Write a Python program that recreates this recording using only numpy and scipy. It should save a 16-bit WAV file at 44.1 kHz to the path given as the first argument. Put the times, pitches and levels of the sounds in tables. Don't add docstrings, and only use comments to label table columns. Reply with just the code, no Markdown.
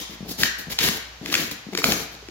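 import sys
import numpy as np
from scipy import signal
from scipy.fft import rfft, irfft
from scipy.io import wavfile
from scipy.ndimage import uniform_filter1d

SR = 44100
rng = np.random.default_rng(int(sys.argv[2]) if len(sys.argv) > 2 else 0)


def bounce(signal):
    frames = np.transpose(np.atleast_2d(signal))
    limited = np.clip(frames, -1, 1)
    pcm = np.round(limited * 32767).astype(np.int16)
    wavfile.write(sys.argv[1], SR, pcm)


def natural_amplitude(level_db):
    exponent = np.asarray(level_db, float) / 20
    return 10 ** exponent


N = 101429
LN_60DB = np.log(1000)
SIDES = np.array([[1], [-1]])


def on_log(table, hz):
    f, v = np.array(table, float).T
    return np.interp(np.log(hz), np.log(f), v)


def unit(x):
    return x / np.sqrt(np.mean(x ** 2))


def equalise(x, table):
    hz = np.arange(N // 2 + 1) * SR / N + 1
    return irfft(rfft(x) * natural_amplitude(on_log(table, hz)), N)


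def colour(x, table):
    return unit(equalise(x, table))


def band(x, hz, width_hz):
    return signal.lfilter(*signal.iirpeak(min(hz, .45 * SR), hz / width_hz, fs=SR), x)


def butter(x, order, hz, kind):
    return signal.sosfilt(signal.butter(order, hz, kind, fs=SR, output="sos"), x)


def clicks(rate_hz, scatter_db):
    hit = rng.random(N) < rate_hz / SR
    size_db = scatter_db * np.minimum(rng.exponential(size=N), 3.5)
    sign = rng.standard_normal(N).clip(-2, 2)
    return unit(hit * natural_amplitude(size_db) * sign)


def walk(rate_hz):
    k = int(SR / rate_hz)
    smooth = uniform_filter1d(rng.standard_normal(N), k)
    return unit(uniform_filter1d(smooth, k))


# (frequency [Hz], density [dB per Hz])
FLOOR = [(30, -27), (110, 14), (300, -7), (700, 2.5), (1500, -2.5), (5000, -5), (9000, -14), (16000, -34)]
# (time [s], level [dB])
HUM_DB = [
    (0, -45),
    (1.3, -49),
    (1.45, -57),
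    (2.3, -48.5),
]


def background():
    floor_db, wide_above_hz = -46.5, 854
    hum_hz, hum_width_hz = 59, 5
    mid = colour(rng.standard_normal(N), FLOOR)
    side = butter(colour(rng.standard_normal(N), FLOOR), 1, wide_above_hz, "high")
    t = np.arange(N) / SR
    waver = unit(band(rng.standard_normal(N), hum_hz, hum_width_hz))
    hum = np.sqrt(2) * np.sin(2 * np.pi * hum_hz * t) + .5 * waver
    hum_db = np.interp(t, *np.array(HUM_DB).T)
    return natural_amplitude(floor_db) * (mid + side * SIDES) + hum * natural_amplitude(hum_db)


# (frequency [Hz], t60 [s])
ROOM_T60 = [(125, 0.22), (500, 0.67), (1500, 0.73), (4000, 0.68), (8000, 0.32), (14000, 0.33)]
# (frequency [Hz], level [dB])
ROOM_DB = [(125, -14), (500, -9), (1500, -1.5), (4000, -11), (8000, -2), (14000, -20)]


def room(x):
    build_s = .02
    t = np.arange(int(1.2 * SR)) / SR
    tail = 0
    for hz in 90 * 2 ** np.arange(0, 7.6, .5):
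        noise = band(rng.standard_normal((2, len(t))), hz, hz / 2.78)
        noise = noise + max(0, 1 - hz / 1000) * 0.55 * noise[::-1]
        decay = np.exp(-LN_60DB * t / on_log(ROOM_T60, hz))
        fade = noise * decay * (t / build_s).clip(0, 1)
        level = np.sqrt(hz / SR / np.mean(np.sum(fade ** 2, 1)))
        tail = tail + natural_amplitude(on_log(ROOM_DB, hz)) * fade * level
    return signal.fftconvolve(x[None], tail, axes=1)[:, :N]


def earlier_rip():
    return natural_amplitude(-4.5) * (np.arange(N) < 40) * band(rng.standard_normal(N), 2800, 2600)


def pull(start_s, length_s):
    rise_share, release_s = .42, .012
    t = np.arange(N) / SR - start_s
    rise = np.clip(t / (rise_share * length_s), 0, 1)
    release = np.exp(-np.maximum(t - length_s, 0) / release_s)
    return np.sin(np.pi / 2 * rise) ** 2 * release


# (start [s], length [s], fibre hiss [dB], flap ring re hiss [dB], board boom re hiss [dB])
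RIPS = [(-.02, 0.041, -38.5, -1, -3.5), (0.081, 0.067, -53, 9.5, 7), (0.242, .035, -58, 3, 17),
        (0.276, 0.041, -36, -5, -3.5), (0.371, 0.072, -29.5, -0.5, -4), (0.434, 0.039, -42, 17, -2),
        (0.58, 0.02, -36, -2, -16), (0.693, 0.033, -35, 4, -2.5), (0.781, 0.029, -38, 17.5, 0),
        (.8, 0.082, -26.5, 4.5, -4.5), (0.874, 0.097, -38, -13, -2.5), (1.207, 0.042, -67.5, 19, 29.5),
        (1.236, 0.086, -46.5, 10, 8.5), (1.311, 0.046, -35, 6.5, -4.5), (1.357, 0.068, -33, 3.5, 2.5),
        (1.413, 0.071, -45.5, -7, 3), (1.507, 0.014, -36, -2, -2), (1.709, 0.046, -54, 10, 22.5),
        (1.766, 0.033, -36.5, 0, -1), (1.821, 0.041, -38, -2, 3), (1.833, 0.035, -29.5, -5, 3.5),
        (1.863, 0.073, -30, -1.5, 4.5), (1.923, 0.11, -38.5, -4, 2.5), (2.11, 0.034, -51, -12, 8)]


def forces(column):
    total = 0
    for row in RIPS:
        db = row[2] + (row[column] if column else 0)
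        total = total + pull(row[0], row[1]) * natural_amplitude(db)
    return total


# (frequency [Hz], density [dB per Hz])
HISS = [(400, 10), (1000, -5.5), (2000, -18.5), (4000, 6), (7000, -1), (11000, -1.5), (16000, -9)]
# (frequency [Hz], width [Hz], level [dB])
FLAP = [(770, 500, -13), (1700, 450, -1), (2190, 550, -1), (3050, 830, -0.5), (3820, 580, -1),
        (5000, 1400, -8), (6550, 1300, -7)]


def tear(patches):
    fibres = clicks(rate_hz=9000, scatter_db=2.5)
    flap = 0
    for k, (hz, width_hz, db) in enumerate(FLAP):
        part = np.roll(fibres, 997 * (k + 1)) * patches
        sway = natural_amplitude(2.2 * walk(70))
        flap = flap + natural_amplitude(db) * sway * band(part, hz, max(width_hz, hz / 4.5))
    hiss = colour(fibres * patches, HISS)
    return hiss * forces(column=0) * natural_amplitude(5.0) + unit(flap) * forces(column=3)


# (frequency [Hz], level [dB], t60 [s])
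BOARD = [(139, -7, 0.027), (183, 5.5, 0.14), (228.6, 4, 0.16), (287.4, 2.5, 0.065), (333, -3, 0.1),
         (427, -7, 0.053), (656, -11, 0.017)]


def board(force):
    ring = sum(natural_amplitude(db) * band(force, hz, LN_60DB / np.pi / t60_s) for hz, db, t60_s in BOARD)
    return butter(ring, 3, 135, "high")


def boom():
    tugs = uniform_filter1d(clicks(rate_hz=800, scatter_db=1.8), size=30)
    return board(tugs * forces(column=4)) / np.std(board(tugs))


# (time [s], peak [dB], main mode [Hz])
TOUCHES = [(0.095, -27, 192), (0.206, -19.5, 191), (0.228, -18, 200), (0.393, -18, 181), (0.67, -23, 192),
           (0.682, -20, 182), (0.85, -22, 237), (0.89, -16, 186), (1.213, -21.5, 182), (1.301, -29, 328),
           (1.667, -22.5, 205), (1.687, -24.5, 273), (1.727, -27, 218), (1.749, -18.5, 360),
           (1.785, -17, 422), (1.841, -19.5, 665), (1.875, -40, 291), (1.884, -15, 200),
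           (2.226, -34.5, 413), (2.286, -27.5, 338)]


def touches():
    push_ms, rise_s, t60_s, gain_db = 1.36, 0.00067, .042, 0.5
    size = 8000
    out, t = np.zeros(N + size), np.arange(size) / SR
    push = signal.windows.hann(int(push_ms * SR / 1000) + 2)
    rest = board(np.pad(push, (0, size - len(push))))
    neighbours = 0.17 * rest / np.abs(rest).max()
    envelope = np.exp(-LN_60DB * t / t60_s) * (1 - np.exp(-t / rise_s))
    for s, db, hz in TOUCHES:
        knock = np.sin(2 * np.pi * hz * t) * envelope + neighbours
        i = int(s * SR)
        out[i:i + size] -= natural_amplitude(db + gain_db) * knock
    return butter(out[:N], 2, 90, "high")


# (time [s], peak [dB], ring [Hz], length [ms])
SNAPS = [(0.433, -3.5, 1686, 3.76), (0.7881, -7, 2800, 2), (0.8865, -8.5, 7200, 3.2),
         (1.259, -18.5, 2240, 3.5), (1.3004, -24, 2440, 2.9), (1.3266, -13.5, 990, 2),
         (1.3406, -4, 2280, 2.76), (1.3511, -8, 2580, 4.4), (1.5118, -23.5, 1920, 4.4),
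         (1.7325, -28.5, 2050, 5.7), (1.7498, -14, 1950, 3.8), (1.7744, -12, 7460, 3.6),
         (1.7858, -18.5, 2140, 8.5), (1.8183, -21, 1270, 1.5), (1.8413, -3.5, 2290, 2.86),
         (1.92, -8, 6470, 4.4), (2.15, -37, 3840, 4.1), (2.2256, -45, 1335, 3.1), (2.2858, -31, 2160, 2.5)]


def snaps():
    ring_share, ring_q, edge, attack_s, gain_db = .28, 2.5, .15, .0003, 5
    size = 2000
    out, t = np.zeros(N + size), np.arange(size) / SR
    for s, db, hz, ms in SNAPS:
        gate = (t / attack_s).clip(0, 1) * np.exp(-(t * 1000 / ms) ** 4)
        burst = rng.standard_normal(size) * gate
        wide = butter(burst, 2, [1100, 6800], "band") + edge * burst
        ring = band(band(burst, hz, hz / ring_q), hz, hz / ring_q)
        crack = ring_share * ring / np.abs(ring).max() + (1 - ring_share) * wide / np.abs(wide).max()
        i = int(s * SR)
        out[i:i + size] += natural_amplitude(db + gain_db) * crack / np.abs(crack).max()
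    return out[:N]


def reflections(x):
    echo = rng.standard_normal((2, 300)) * np.exp(-np.arange(300) / 60.)
    echo = np.diff(echo, axis=1, prepend=0)
    echo = echo / np.sqrt(np.sum(echo ** 2, 1))[:, None]
    return signal.fftconvolve(x[None], echo, axes=1)[:, :N]


def scene():
    pan_db, room_pan_db, port_lag_s, port_spread = 2.5, 2.86, .0001, .45
    edge_share, boom_left_db, patchy_db = .55, 2, 1.4
    patches = natural_amplitude(patchy_db * walk(100))
    middle = tear(patches)
    ends = np.array([tear(patches), tear(patches)])
    low = touches() + boom()
    solid = snaps() + low
    wall = solid + np.sqrt(1 - edge_share) * middle
    n = np.arange(N)
    lagged = np.interp(n - port_lag_s * SR, n, wall)
    near = np.array([wall, lagged]) + np.sqrt(edge_share) * ends
    near[0] += (natural_amplitude(boom_left_db) - 1) * low
    near = near + port_spread * reflections(wall)
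    far = room(solid + middle + earlier_rip())
    return near * natural_amplitude(SIDES * pan_db / 2) + far * natural_amplitude(SIDES * room_pan_db / 2) + background()


# (frequency [Hz], level [dB])
PHONE = [(40, -1.5), (80, -4), (6900, -0.5), (7900, -9), (8900, -12), (10300, -5), (12000, 4), (15600, 7)]


def phone(x):
    x = 1.3 * np.tanh(equalise(x, PHONE) / 1.3)
    x = signal.sosfilt(signal.ellip(10, .3, 80, 15850, fs=SR, output="sos"), x)
    return butter(x, 4, 46, "high")


def roll_off(x):
    return signal.sosfilt(signal.butter(12, 16820, fs=SR, output="sos"), x)


def record(dry):
    mix = phone(dry)
    return roll_off(mix)


dry = scene()
out = record(dry)
bounce(out)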